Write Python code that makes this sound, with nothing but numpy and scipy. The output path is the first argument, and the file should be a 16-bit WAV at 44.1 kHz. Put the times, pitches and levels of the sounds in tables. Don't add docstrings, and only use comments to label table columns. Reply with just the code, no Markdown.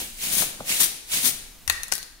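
import sys
import numpy as np
from scipy import signal
from scipy.fft import rfft, irfft
from scipy.io import wavfile
from scipy.ndimage import uniform_filter1d

SR = 44100
rng = np.random.default_rng(int(sys.argv[2]) if len(sys.argv) > 2 else 0)


def dump(signal):
    limited = np.clip(np.atleast_2d(signal).T, -1, 1)
    pcm = np.round(limited * 32767).astype(np.int16)
    wavfile.write(sys.argv[1], SR, pcm)


N = 97020
T = np.arange(N) / SR
FREQS = np.arange(N // 2 + 1) * SR / N

# (frequency [Hz], level [dB])
ROOM_NOISE_COLOUR = [(20, 10.5), (60, -17), (110, -12), (170, 3), (300, -3.5), (1000, -11), (4000, -9),
                     (10000, -27), (16000, -34)]
HANDLING_COLOUR = [(12, -11), (27, -3), (50, -15), (75, -20.5), (130, -27), (400, -36)]
# (time [s], level [dB])
HANDLING_LEVELS = [(0, -42.5), (.14, -47), (.2, -48.5), (.95, -51), (1.45, -47.5), (1.8, -45.5),
                   (2.2, -54.5)]
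# (frequency [Hz], fade time [s])
ROOM_FADES = [(100, 0.68), (500, 1), (1500, 0.81), (4000, 0.71), (9000, 0.62), (16000, 0.35)]
# (frequency [Hz], level [dB])
RIGHT_MIC_COLOUR = [(500, 1), (1100, -2), (2300, 1.5), (4500, 0), (9000, -8.5), (15000, -4)]

# (frequency [Hz], level [dB], fade time [s])
BODY_TONES = [(713, -15, 0.011), (791, -14, 0.02), (1160, -5.5, 0.014), (1310, -7, 0.018), (1885, 3, 0.022),
              (2225, 0, 0.006), (2720, -3, 0.02), (3490, -1, 0.013), (4200, 0, 0.01)]
THIN_WALL_TONES = [(4150, -3.5, 0.004), (5530, -1, 0.0029), (6340, 2.5, 0.0035), (7300, 1, 0.0013),
                   (9220, -1.5, 0.0043), (10100, 0.5, 0.0065), (12660, -2, 0.002), (14000, -5, 0.0026)]
DENT_TONES = [(223, -20, 0.015), (650, -13, 0.012), (1540, 0, 0.009), (1990, -2, 0.013), (2745, -6, 0.0074),
              (4680, 3, .008), (5600, -1, .008), (6450, 3, 0.008), (10160, 2, 0.0075)]
MUFFLED_WALL_TONES = [(495, -1.5, 0.021), (590, -1.5, 0.03), (700, -6.5, 0.044), (803, -6, 0.059),
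                      (1150, 5.5, 0.011), (1480, -4, 0.027)]
HOLLOW_TONES = [(179, -4.5, 0.13), (229, -3, 0.091), (279.4, -2, 0.093)]
# (time [s], body level [dB], click level [dB], pitch [factor])
COUNTER_KNOCKS = [(1.6781, -26, -34, 1.0), (1.6982, -15.5, -13, 1.0), (1.6998, -21, -15, 1.0)]
# (time [s], level [dB], pitch [factor])
WALL_SNAPS = [(1.6774, -15, 0.92), (1.6943, -31, 1), (1.726, -24, 0.81), (1.8334, -18.5, 0.99),
              (1.882, -30.5, 1.07), (1.9186, -24, 0.97), (1.9228, -10.5, 1.05), (1.9365, -17, 1.0),
              (1.9535, -18.5, 0.94), (1.98, -27.5, 0.98), (2.029, -28, 0.9)]
# (time [s], level [dB], contact time [s])
DENT_POPS = [(1.92245, -20.5, 0.00001), (1.92493, -20.5, 0.0001)]
# (time [s], level [dB], contact time [s], pitch [factor])
LUMP_BUMPS = [(.002, -28.5, 0.00057, 1.18), (0.4209, -25, 0.000038, 1.24), (.430, -19.5, 0.00053, 1.06),
              (0.604, -15.5, 0.00068, 1.016), (.812, -17.5, 0.00084, 1.8)]
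# (time [s], level [dB], pitch [factor])
POWDER_THUMPS = [(0.419, -41, 1.24), (.604, -38.5, 0.91), (.697, -38.5, 1.076), (.81, -35, 1.18),
                 (1.173, -40.5, 0.976), (1.236, -36, .95), (1.268, -38, 0.88)]

# (time [s], level [dB], pitch [Hz])
HARD_HITS = [(.724, -20.5, 2610), (0.847, -16, 5990), (1.135, -36, 2350), (1.172, -20.5, 3400)]
# (frequency [Hz], width [Hz], boost [dB])
JAR_RESONANCES = [(2250, 79, 2), (6600, 1000, 2), (9200, 3900, 3)]
# (frequency [Hz], level [dB])
PATTER_COLOUR = [(30, -35), (70, -4), (120, -2.5), (175, 3.5), (280, 0), (420, -7.5), (800, -4),
                 (1400, -20), (3000, -7.5), (8000, -20.5)]
TICK_COLOUR = [(300, -12.5), (1200, -32), (2300, 2.5), (6500, -2), (10000, -1), (15500, 1.5)]
SLIDING_COLOUR = [(150, -53), (500, -12.5), (1250, -12.5), (1700, -7), (2400, -6.5), (3400, -4.5),
                  (5000, -4), (7500, -1.5), (9400, 1), (11500, -1), (15500, -5)]
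LANDING_COLOUR = [(200, -19.5), (1200, -15.5), (1700, -11.5), (2800, -9), (3600, -5), (4800, -6.5),
                  (6200, -4.5), (7700, -6.5), (9400, 0), (11200, -3.5), (13000, -2.5), (15500, -5)]
# (start [s], rise [s], hold [s], powder level [dB], lump level [dB])
POWDER_SLIDES = [(-.06, 0.046, 0.017, -28, -48), (0.116, 0.12, 0.23, -26, -42),
                 (0.615, 0.081, 0.077, -22.5, -46), (1.054, 0.077, 0.042, -21.5, -41)]
POWDER_LANDINGS = [(-.03, 0.016, 0.01, -36, -38.5), (0.293, .033, 0.011, -25, -76),
                   (0.305, 0.079, 0.037, -22, -43.5), (0.572, 0.021, 0.026, -53, -46),
                   (0.771, 0.035, 0.0093, -16.5, -41), (0.815, 0.019, 0.0046, -27, -69),
                   (1.178, 0.074, 0.023, -19.5, -39)]

MIC_LAGS_S = np.array([[0], [0.00017]])
SLIDE_SAG_DB_PER_S, SLIDE_RELEASE_S, LAND_SAG_DB_PER_S = 38.5, 0.054, 14


def gain(db):
    return 10 ** (np.asarray(db) / 20)


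def unit(x):
    return x / np.sqrt(np.mean(x ** 2))


def mix(sources, levels_db):
    return sum(x * gain(db) for x, db in zip(sources, levels_db))


def place(x, start):
    return np.pad(x, ((0, 0), (int(start * SR), N)))[:, :N]


def pan(x, db):
    return x * gain(np.array([[db], [-db]]) / 2)


def pair(x, likeness):
    alike = np.clip(likeness, -.99, .99)
    shared = np.sqrt(1 + alike) * x[0]
    opposite = np.sqrt(1 - alike) * x[1] * np.array([[1], [-1]])
    return (shared + opposite) / np.sqrt(2)


def curve(hz, values):
    return np.interp(np.log(np.maximum(FREQS, 1)), np.log(hz), values)


def colour(x, points):
    hz, db = np.array(points).T
    return irfft(rfft(x) * gain(curve(hz, db)), N)


def low_cut(x, hz):
    return signal.sosfilt(signal.butter(3, hz, "high", fs=SR, output="sos"), x)


def soften(x, contact_s):
    soft = np.exp(-1 / (contact_s * SR))
    return signal.lfilter([1 - soft], [1, -soft], x)


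def echo(x, pattern):
    return signal.fftconvolve(x, pattern, axes=1)[:, :N]


def background():
    def noise(points):
        return unit(colour(pair(rng.standard_normal((2, N)), likeness=0.81), points))
    room_noise = gain(-59) * noise(ROOM_NOISE_COLOUR)
    rumble_db = np.interp(T, *np.array(HANDLING_LEVELS).T)
    return room_noise + gain(rumble_db) * noise(HANDLING_COLOUR)


def kitchen_echoes(mic_spacing_m=0.17, sound_m_per_s=343, build_s=0.0011):
    hz, fades = np.array(ROOM_FADES).T
    likeness = np.sinc(2 * FREQS * mic_spacing_m / sound_m_per_s)
    spectrum = pair(rfft(rng.standard_normal((2, N))), likeness)
    tail = 0
    for band, fade_s in zip(np.eye(len(hz)), fades):
        tail += irfft(spectrum * curve(hz, band), N) * gain(-60 * T / fade_s)
    return unit(tail * (1 - np.exp(-T / build_s))) / np.sqrt(N)


def counter_thud(hz=72.8, fade_s=0.37):
    age = np.maximum(T - COUNTER_KNOCKS[0][0], 0)
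    return gain(-34.5 - 60 * age / fade_s) * np.sin(2 * np.pi * hz * age)


def ring(start, tones, pitch, grit):
    age = np.maximum(T[:8000] - MIC_LAGS_S, 0)
    out = 0
    for k, (hz, db, fade_s) in enumerate(tones):
        tone = gain(db - 60 * age / fade_s) * np.sin(2 * np.pi * hz * pitch * age)
        rough = unit(uniform_filter1d(rng.standard_normal(age.shape), int(2 * SR / hz)))
        out += tone * ((-1) ** k + grit * rough)
    return place(out, start)


def body_knocks():
    knocks = sum(gain(db) * ring(at, BODY_TONES, pitch, grit=.5) for at, db, _, pitch in COUNTER_KNOCKS)
    return low_cut(knocks, hz=640)


def wall_clicks():
    snaps = sum(gain(db) * ring(at, THIN_WALL_TONES, pitch, grit=.5) for at, db, pitch in WALL_SNAPS)
    hits = sum(gain(db) * ring(at, THIN_WALL_TONES, pitch, grit=1.0)
               for at, _, db, pitch in COUNTER_KNOCKS)
    pops = sum(gain(db) * soften(ring(at, DENT_TONES, pitch=0.96, grit=.2), contact_s)
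               for at, db, contact_s in DENT_POPS)
    return snaps + hits + pops


def dull_bumps():
    bumps = sum(gain(db) * soften(ring(at, MUFFLED_WALL_TONES, pitch, grit=.15), contact_s)
                for at, db, contact_s, pitch in LUMP_BUMPS)
    thumps = sum(gain(db) * ring(at, HOLLOW_TONES, pitch, grit=0.67) for at, db, pitch in POWDER_THUMPS)
    return low_cut(bumps, hz=300) + thumps


def jar_sounds(scatter_s=0.0075):
    knocks, clicks, bumps = body_knocks(), wall_clicks(), dull_bumps()
    bounces = gain(-5.5) * unit(rng.standard_normal((2, N)) * np.exp(-T / scatter_s)) / np.sqrt(N)
    return knocks + echo(knocks, bounces), clicks + echo(clicks, bounces), bumps


def jar_in_room(sides=3):
    rings = (mix(jar_sounds(), levels_db=(-8, -8.5, -9.5)) for _ in range(sides))
    return sum(echo(x, kitchen_echoes()) for x in rings) / np.sqrt(sides)


def inside_jar(x):
    boost_db = sum(db / (1 + (2 * (FREQS - hz) / width) ** 2) for hz, width, db in JAR_RESONANCES)
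    return irfft(rfft(x) * gain(boost_db), N)


def swell(start, rise, hold, sag_db_per_s, release_s, climb_db=33.5):
    age = T - start
    attack = gain(climb_db * np.minimum(age / rise - 1, 0))
    sag = gain(-sag_db_per_s * np.clip(age - rise, 0, hold))
    return attack * sag * np.exp(-np.maximum(age - rise - hold, 0) / release_s)


def grains(per_s, points, clump_db, likeness, alike_below_hz):
    hits = (rng.random((2, N)) < per_s / SR) * rng.standard_normal((2, N))
    spectrum = pair(rfft(hits), likeness / (1 + (FREQS / alike_below_hz) ** 4))
    delay = np.exp(-2j * np.pi * FREQS * MIC_LAGS_S)
    stereo_hits = irfft(spectrum * delay, N)
    clumps = unit(uniform_filter1d(rng.standard_normal(N), size=300))
    return unit(colour(stereo_hits * gain(clump_db * clumps), points))


def clack(start, hz, fade_s=.018, overtone=1.9):
    age = np.maximum(T[:1500] - MIC_LAGS_S, 0)
    phase = 2 * np.pi * hz * age
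    tone = np.sin(phase) + .5 * np.sin(phase * overtone)
    return place(tone * gain(-60 * age / fade_s), start)


def hard_pieces(flow, count=380, low_hz=1954, high_hz=4760):
    out = sum(gain(db) * clack(at, hz) for at, db, hz in HARD_HITS)
    for k, (offset, pitch, smallness) in enumerate(rng.random((count, 3))):
        sample = int((k + offset) / count * N)
        hz = low_hz * (high_hz / low_hz) ** pitch
        out += flow[sample] * gain(2.5 - 14 * smallness) * clack(sample / SR, hz)
    return out


def pattering_lumps(lag_s=0.017):
    roll = sum(gain(db) * swell(at + lag_s, rise, hold, SLIDE_SAG_DB_PER_S, SLIDE_RELEASE_S)
               for at, rise, hold, _, db in POWDER_SLIDES)
    tumble = sum(gain(db) * swell(at, rise, hold, LAND_SAG_DB_PER_S, release_s=0.025)
                 for at, rise, hold, _, db in POWDER_LANDINGS)
    patter = grains(per_s=760, points=PATTER_COLOUR, clump_db=3.0, likeness=0.96, alike_below_hz=2980)
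    return (roll + tumble) * patter


def landing_powder():
    flow = 0
    for at, rise, hold, db, _ in POWDER_LANDINGS:
        rush = swell(at, rise, hold, LAND_SAG_DB_PER_S, release_s=0.023)
        trickle = gain(-6.5) * swell(at, rise, hold, LAND_SAG_DB_PER_S, release_s=0.033)
        flow += gain(db) * (rush + trickle)
    for at, db, _ in WALL_SNAPS:
        flow += gain(db - 22) * swell(at, rise=0.0027, hold=0, sag_db_per_s=0, release_s=0.025)
    hiss = grains(per_s=14000, points=LANDING_COLOUR, clump_db=0.84, likeness=0.36, alike_below_hz=4120)
    return flow * inside_jar(hiss)


def sliding_powder():
    flow = sum(gain(db) * swell(at, rise, hold, SLIDE_SAG_DB_PER_S, SLIDE_RELEASE_S)
               for at, rise, hold, db, _ in POWDER_SLIDES)
    crumbs = grains(per_s=1100, points=TICK_COLOUR, clump_db=0.5, likeness=0.17, alike_below_hz=3900)
    hiss = grains(per_s=14000, points=SLIDING_COLOUR, clump_db=0.25, likeness=0.13, alike_below_hz=3850)
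    return flow * inside_jar(hiss + gain(-5.5) * crumbs) + hard_pieces(flow)


def scene():
    slide, landing, lumps = sliding_powder(), landing_powder(), pattering_lumps()
    knocks, clicks, bumps = jar_sounds()
    close = pan(slide, -3) + pan(landing + knocks, 3) + pan(lumps + bumps, -0.5) + pan(clicks, 9)
    contents = mix((slide, landing, lumps), levels_db=(-6, -9.5, -7.5))
    room = echo(contents, kitchen_echoes()) + jar_in_room()
    left, right = close + room
    return np.array([left, colour(right, RIGHT_MIC_COLOUR)]) + counter_thud() + background()


def record(dry, top_hz=15700):
    treble_cut = signal.ellip(10, .2, 70, top_hz, fs=SR, output="sos")
    return signal.sosfilt(treble_cut, np.clip(dry, -1, 1))


dry = scene()
out = record(dry)
dump(out)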